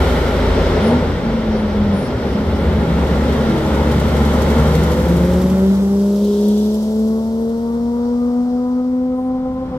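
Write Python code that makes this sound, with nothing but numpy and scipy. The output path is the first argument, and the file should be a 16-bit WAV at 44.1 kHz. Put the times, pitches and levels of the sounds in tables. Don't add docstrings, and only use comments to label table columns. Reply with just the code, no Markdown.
import sys
import numpy as np
from scipy import signal
from scipy.fft import irfft, next_fast_len
from scipy.io import wavfile
from scipy.ndimage import uniform_filter1d, map_coordinates

SR = 44100
rng = np.random.default_rng(int(sys.argv[2]) if len(sys.argv) > 2 else 0)


def pcm_store(signal):
    levels = np.round(np.clip(np.atleast_2d(signal), -1, 1) * 32767)
    wavfile.write(sys.argv[1], SR, levels.astype(np.int16).T)


N = 431298
TIME = np.arange(N) / SR

# f/Hz, level/dB
ROAR_SPECTRUM = [(200, -11), (300, -13), (360, 0), (410, 1), (520, -1.5), (610, -3.5), (720, -12),
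                 (830, -8), (1100, -17.5), (1400, -20.5), (1700, -25), (2600, -30.5)]


def truck():
    drive = [(2.15, 68.4, -26), (2.7, 69.62, -18.5), (3.3, 70.8, -20), (4.5, 71.9, -15.5), (5.2, 72.4, -19),
             (6.2, 72.2, -36.5), (8.1, 71.55, -38), (8.7, 70.5, -47.5), (9.78, 66.9, -40.5)]
    harmonics = [(1, -0.5), (2, -17.5), (2.5, -15.5), (3, -11.5), (3.5, -18.5), (5, -26.5), (7, -18)]
    dips = [(2.873, 0.043, -11), (3.53, 0.11, -14)]
    hz, level_db = in_time(drive)
    level_db = level_db + sum(bump(*row) for row in dips)
    firings = count_firings(hz, jitter=.0043)
    drone = sounding(drive) * from_db(level_db) * orders(firings, harmonics, waver_db=1, waver_hz=42)
    cycle = (firings - np.interp(4.922, TIME, firings)) / 6
    puff = np.interp((cycle + .089) % 1, [0, .07, .2, .45, 1], [.13, 1, .35, .033, .15])
    knock = np.cos(2 * np.pi * firings)
    return drone, puff, knock


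def sports_car():
    revs = [(4.6, 152), (4.8, 158.2), (4.95, 165.8), (4.98, 169.4), (5.19, 173.7), (5.28, 178.7),
            (5.7, 194.8), (6.26, 205), (6.33, 204.6), (7.04, 219.2), (8.0, 239), (8.94, 252.8),
            (9.71, 258.6), (9.78, 250.5)]
    levels = [(4.62, -10, -14), (5.2, -13.5, -14), (5.8, -13.5, -17.5), (6.35, -17, -15.5),
              (6.62, -15, -15.5), (7.6, -17.5, -15.5), (8.4, -13, -16), (9.2, -14.5, -16.5),
              (9.78, -21.5, -18)]
    pipe = [(150, -8.5), (195, 1), (255, -4), (310, -20), (405, -6.5), (450, -10), (510, -13.5),
            (560, -11.5), (600, -20), (660, -25), (770, -23), (830, -31), (930, -27.5), (1030, -29.5),
            (1100, -39), (1220, -35), (1300, -38.5)]
    fades = [(4.988, 0.056, -24, 1), (5.64, 0.044, 6.5, 2), (5.774, 0.029, -16, 2), (5.88, 0.096, 22, 4),
             (6.38, 0.072, 1, 2), (6.824, 0.079, -7, 2), (7.246, 0.07, -6, 2), (8.45, 0.058, -10.5, 2)]
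    burble_orders = [(7, -10), (8, -7), (10, -2), (11, -6.5), (13, -6), (14, -2), (15, -8), (16, -3),
                     (17, -11.5), (20, -15), (21, -15.5), (22, -16), (26, -18.5), (27, -13.5), (28, -17),
                     (31, -28), (33, -29.5)]
    hz, = in_time(revs)
    fundamental_db, overtones_db = in_time(levels)
    overtones_db += 2.2 * np.maximum(TIME - 8.35, 0) * drift(22)
    firings = count_firings(uniform_filter1d(hz, size=6000), jitter=.0014)
    rasp_db = -.7 * np.maximum(221 - hz, 0)
    note = 0
    for k in range(1, 6):
        level_db = (fundamental_db if k == 1 else overtones_db) + at_hz(pipe, k * hz) + rasp_db * (k > 3)
        level_db += sum(bump(*fade) for *fade, harmonic in fades if harmonic == k)
        note += from_db(level_db) * orders(firings, [(k, 0)], waver_db=.31 + .77 * k, waver_hz=5.7)
    facing = swell(6.36, rise_s=.71, fall_s=1)
    note += from_db(-36) * facing * orders(firings / 6, burble_orders, waver_db=2.5, waver_hz=5)
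    rush = from_db(-42.5) * facing ** 2 * noise(ROAR_SPECTRUM)
    pan_db = np.interp(TIME, [6.8, 7.6, 8.4, 9.3], [.6, 2, 2, 1])
    return sounding(revs) * (place(note, pan_db) + rush)


def traffic_noise(puff, knock, hiss_gain, fizz_gain, thrum_gain):
    levels = [(0, -21, -19.5, -28.5), (.88, -22, -18, -30), (1.1, -20, -23.5, -35),
              (1.6, -24.5, -23.5, -37), (2.4, -21, -23.5, -36.5), (3.1, -20.5, -21.5, -33),
              (4.7, -19.5, -22, -31.5), (5.35, -20.5, -24.5, -38.5), (5.8, -30.5, -30.5, -47),
              (6.1, -37.5, -39, -60), (7, -36, -43, -56.5), (8.9, -40.5, -47.5, -55.5),
              (9.45, -36.5, -51, -55), (9.78, -27.5, -37, -51.5)]
    # f/Hz, level/dB
    thrum_band = [(18, -8), (28, 5.5), (42, -6), (60, 9.5), (85, 1.5), (130, -26.5)]
    rumble_band = [(55, -3.5), (85, -2.5), (125, -2), (170, 0), (235, 1.5), (300, -6), (420, -34.5)]
    clatter_band = [(700, -13.5), (1000, -3.5), (1150, -2), (1380, 7.5), (1600, -1), (1850, 2), (2150, 1.5),
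                    (2480, -6.5), (2750, -5.5), (3100, -2.5), (3700, -4.5), (4700, -13), (7000, -33.5)]
    hiss_band = [(2000, -21.5), (2700, -2), (3200, 3), (4200, 2), (5700, 3), (6900, -2.5), (8100, -1.5),
                 (9800, -10), (12000, -17.5)]
    fizz_band = [(7000, -5.5), (9000, -10), (10400, -10.5), (11500, 2.5), (12500, -8), (14000, -10.5),
                 (15800, -12)]
    rumble_db, roar_db, clatter_db = in_time(levels)
    near = np.interp(TIME, [2.2, 3.6, 5.4, 6.1, 6.55, 8.2], [.1, 1, .77, .48, .81, .1])
    puffing = near * (puff * (1 + .49 * drift(4.7)) - .22)
    knocking = near * knock
    thrum = thrum_gain * noise(thrum_band)
    rumble = from_db(rumble_db + .96 * drift(11)) * noise(rumble_band)
    roar = from_db(roar_db + .74 * drift(14)) * noise(ROAR_SPECTRUM)
    clatter = from_db(clatter_db + .39 * knocking + puffing + .5 * drift(13)) * noise(clatter_band)
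    hiss = hiss_gain * from_db(4.5 * puffing + .47 * knocking) * noise(hiss_band)
    fizz = fizz_gain * from_db(6.2 * puffing + .8 * knocking) * noise(fizz_band)
    lean_left, lean_right = from_db([[.3], [-.3]]), from_db([[-.9], [.9]])
    return (thrum + rumble + roar) * lean_left + clatter + hiss * lean_right + fizz


def pass_bys():
    # nearest t/s, approach/s, departure/s, tread/dB, sizzle/dB, hiss/dB, fizz/dB, thrum/dB
    vehicles = [(0, .5, 0.41, -33, -58.5, -42, -47, -24.5), (.7, 0.48, 0.44, -31, -44.5, -45.5, -57, -27.5),
                (2.0, 1, 0.72, -42, -50, -58, -70, -32.5), (3.2, 0.4, 0.59, -44, -53, -48, -57, -29),
                (4.6, 1.17, 0.57, -26, -60, -43, -52.5, -36),
                (5.1, 1.6, 0.99, -49.5, -64, -43.5, -47, -52.5),
                (6.45, 0.52, 0.68, -57.5, -51.5, -45, -49, -59),
                (8.25, 1.2, 0.66, -41, -59.5, -56.5, -69.5, -45),
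                (9.78, 0.5, 0.4, -39.5, -65.5, -65.5, -79, -35.5)]
    nearness = np.array([swell(*row[:3]) for row in vehicles])
    gains = from_db(np.array(vehicles)[:, 3:])
    return np.sqrt(gains.T ** 2 @ nearness ** 2)


def tyres(tread_gain, sizzle_gain):
    tread_band = [(350, -15), (520, 11), (600, -9), (700, -11), (790, 1), (880, 0.5), (1020, 0),
                  (1200, -4.5), (1420, -6), (1620, -15.5), (2200, -22)]
    sizzle_band = [(3300, -9.5), (4400, 0.5), (5500, 2.5), (6300, -10), (7200, -16.5)]
    tread = tread_gain * from_db(1.3 * drift(6.6)) * noise(tread_band)
    sizzle = sizzle_gain * from_db(2 * drift(8.3)) * noise(sizzle_band)
    return tread + sizzle


def tailpipe_hiss():
    gusts = [(5.72, .1, .08, -49), (6.25, 0.05, 0.22, -46), (6.52, 0.096, 0.2, -45)]
    jet_band = [(2500, -22), (2850, -10), (3200, -1), (3700, 0.5), (4500, -9), (6500, -10.5)]
    power = sum((from_db(level_db) * swell(*timing)) ** 2 for *timing, level_db in gusts)
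    return np.sqrt(power) * from_db(drift(20)) * noise(jet_band)


def distant_engines(attack_s=.051, release_s=.1):
    # start/s, end/s, first f/Hz, last f/Hz, level/dB, relative octave level/dB
    notes = [(0, .72, 63, 46.3, -21, -14), (0, 1.11, 80, 83.35, -22.5, -7.5),
             (0, 0.758, 255, 263, -29, -20), (.83, 0.952, 211.2, 245.3, -14.5, -28),
             (0.923, 1.85, 50, 43.9, -28, -21), (1.221, 1.948, 230, 199.9, -19, -28),
             (1.484, 1.917, 85, 86.8, -26, -18), (2.346, 3.3, 211, 225.8, -27.5, -11),
             (2.478, 2.75, 85.3, 84.3, -23, -7), (2.87, 2.964, 163, 173.4, -20, -17),
             (3.2, 4.3, 139.6, 143.1, -28, -25), (3.397, 4.552, 222, 230.2, -22.5, -28),
             (3.485, 3.863, 327, 310, -26.5, -25)]
    wobble, waver = 1 + .0054 * drift(9.4), from_db(1.6 * drift(7))
    out = np.zeros(N)
    for start, end, first_hz, last_hz, level_db, octave_db in notes:
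        on = (TIME > start - attack_s) & (TIME < end + release_s)
        hz = np.interp(TIME[on], [start, end], [first_hz, last_hz]) * wobble[on]
        phase = 2 * np.pi * (np.cumsum(hz) / SR + rng.random())
        throttle = np.interp(TIME[on], [start - attack_s, start, end, end + release_s], [0, 1, 1, 0])
        out[on] += throttle * from_db(level_db) * (np.sin(phase) + from_db(octave_db) * np.sin(2 * phase))
    return np.sqrt(2) * waver * out


def rattle(decay_s=.003):
    ticks = [(3.9211, -34.5), (4.8285, -37.5), (4.9138, -33), (5.1563, -36), (6.4015, -41), (6.4853, -22),
             (6.6519, -34)]
    clicks = np.zeros(N)
    for s, level_db in ticks:
        clicks[int(s * SR)] = from_db(level_db - 4)
    envelope = signal.lfilter([1], [1, -np.exp(-1 / (decay_s * SR))], clicks + 1e-18)
    treble = signal.butter(2, 8000, "high", fs=SR, output="sos")
    return signal.sosfilt(treble, envelope * rng.standard_normal((2, N)))


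def brakes(ramp_s=.03):
    squeaks = [(0.81, 0.11, 9800, -48.5), (1.548, 0.069, 9800, -58), (1.924, 0.14, 9660, -48.5),
               (2.25, 0.083, 9800, -56), (2.584, .03, 9650, -58), (9.144, 0.13, 9120, -65)]
    chatter = from_db(1.5 * drift(40))
    out = np.zeros((2, N))
    for start, length, hz, level_db in squeaks:
        t = np.arange(int((length + ramp_s) * SR)) / SR
        pressure = np.interp(t, [0, ramp_s, length, length + ramp_s], [.22, 1, 1, 0])
        ring = friction(len(t), hz, width_hz=300)
        scratch = from_db(-7) * friction(len(t), 11000, width_hz=2500)
        at = int(start * SR)
        out[:, at:at + len(t)] += from_db(level_db) * pressure * (ring + scratch)
    return chatter * out


def friction(size, hz, width_hz):
    r = np.exp(-np.pi * width_hz / SR)
    resonance = [1, -2 * r * np.cos(2 * np.pi * hz / SR), r * r]
    return rms_one(signal.lfilter([1, 0, -1], resonance, rng.standard_normal((2, size))))


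def count_firings(hz, jitter):
    return np.cumsum(hz * (1 + jitter * drift(9.4))) / SR


def orders(cycles, harmonics, waver_db, waver_hz):
    out = 0
    for multiple, level_db in harmonics:
        gain = from_db(level_db + waver_db * drift(waver_hz))
        out += gain * np.sin(2 * np.pi * (multiple * cycles + rng.random()))
    return np.sqrt(2) * out


def noise(spectrum):
    width = [(60, -23.5), (130, -17.5), (290, -20.5), (640, -11), (1410, -2), (2300, -7), (3500, -4),
             (6820, -1), (15000, 0)]
    size = next_fast_len(N, True)
    hz = np.arange(size // 2 + 1) * SR / size
    beyond = np.maximum(spectrum[0][0] / (hz + 1), 1) * np.maximum(hz / spectrum[-1][0], 1)
    colour = from_db(at_hz(spectrum, hz)) / beyond ** 4
    white = rng.standard_normal((2, 2 * len(hz))).view(complex)
    mid = irfft(white[0] * colour, size)[:N]
    side = irfft(white[1] * colour * from_db(at_hz(width, hz)), size)[:N]
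    return np.array([mid + side, mid - side]) / np.std(mid)


def drift(rate_hz, step=40, settle=2000):
    r = np.exp(-2 * np.pi * step * rate_hz / SR)
    white = rng.standard_normal(N // step + settle + 2)
    slow = signal.lfilter([1], [1, -2 * r, r * r], white)[settle:]
    return np.interp(np.arange(N) / step, np.arange(len(slow)), rms_one(slow))


def swell(nearest_s, rise_s, fall_s):
    t = TIME - nearest_s
    return 1 / (1 + (t / np.where(t < 0, rise_s, fall_s)) ** 2)


def bump(s, half_s, change_db):
    return change_db * np.exp(-np.minimum(((TIME - s) / half_s) ** 2, 50))


def sounding(rows):
    start, end = rows[0][0], rows[-1][0]
    return np.interp(TIME, [start - .06, start, end, end + .068], [0, 1, 1, 0])


def in_time(rows):
    s, *columns = np.transpose(rows)
    return [np.interp(TIME, s, column) for column in columns]


def at_hz(spectrum, hz):
    f, level_db = np.transpose(spectrum)
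    return np.interp(np.log(hz + 1e-3), np.log(f), level_db)


def place(x, pan_db):
    return np.array([x * from_db(pan_db / 2), x * from_db(-pan_db / 2)])


def from_db(db):
    return 10 ** (np.asarray(db) / 20)


def rms_one(x):
    return x / np.sqrt(np.mean(x ** 2) + 1e-20)


def scene():
    bearing = [(0, .045), (5.2, .068), (5.75, -.15), (6.25, .02), (6.75, .14), (7.5, .21), (9.78, .11)]
    drone, puff, knock = truck()
    tread, sizzle, hiss, fizz, thrum = pass_bys()
    engines = place(drone + distant_engines(), pan_db=.6) + sports_car()
    bed = traffic_noise(puff, knock, hiss, fizz, thrum) + tyres(tread, sizzle)
    left, right = engines + bed + tailpipe_hiss() + brakes() + rattle()
    lead_ms, = in_time(bearing)
    delayed = np.arange(N) - lead_ms * SR / 1000
    return np.array([left, map_coordinates(right, [delayed], order=3, mode="nearest")])


def record(dry):
    low_cut = signal.butter(2, 18, "high", fs=SR, output="sos")
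    high_cut = signal.ellip(12, .1, 90, 15750, fs=SR, output="sos")
    ends = np.clip(np.minimum(TIME, TIME[-1] - TIME) / .004, 0, 1)
    return signal.sosfilt(high_cut, signal.sosfilt(low_cut, dry) * ends)


dry = scene()
out = record(dry)
pcm_store(out)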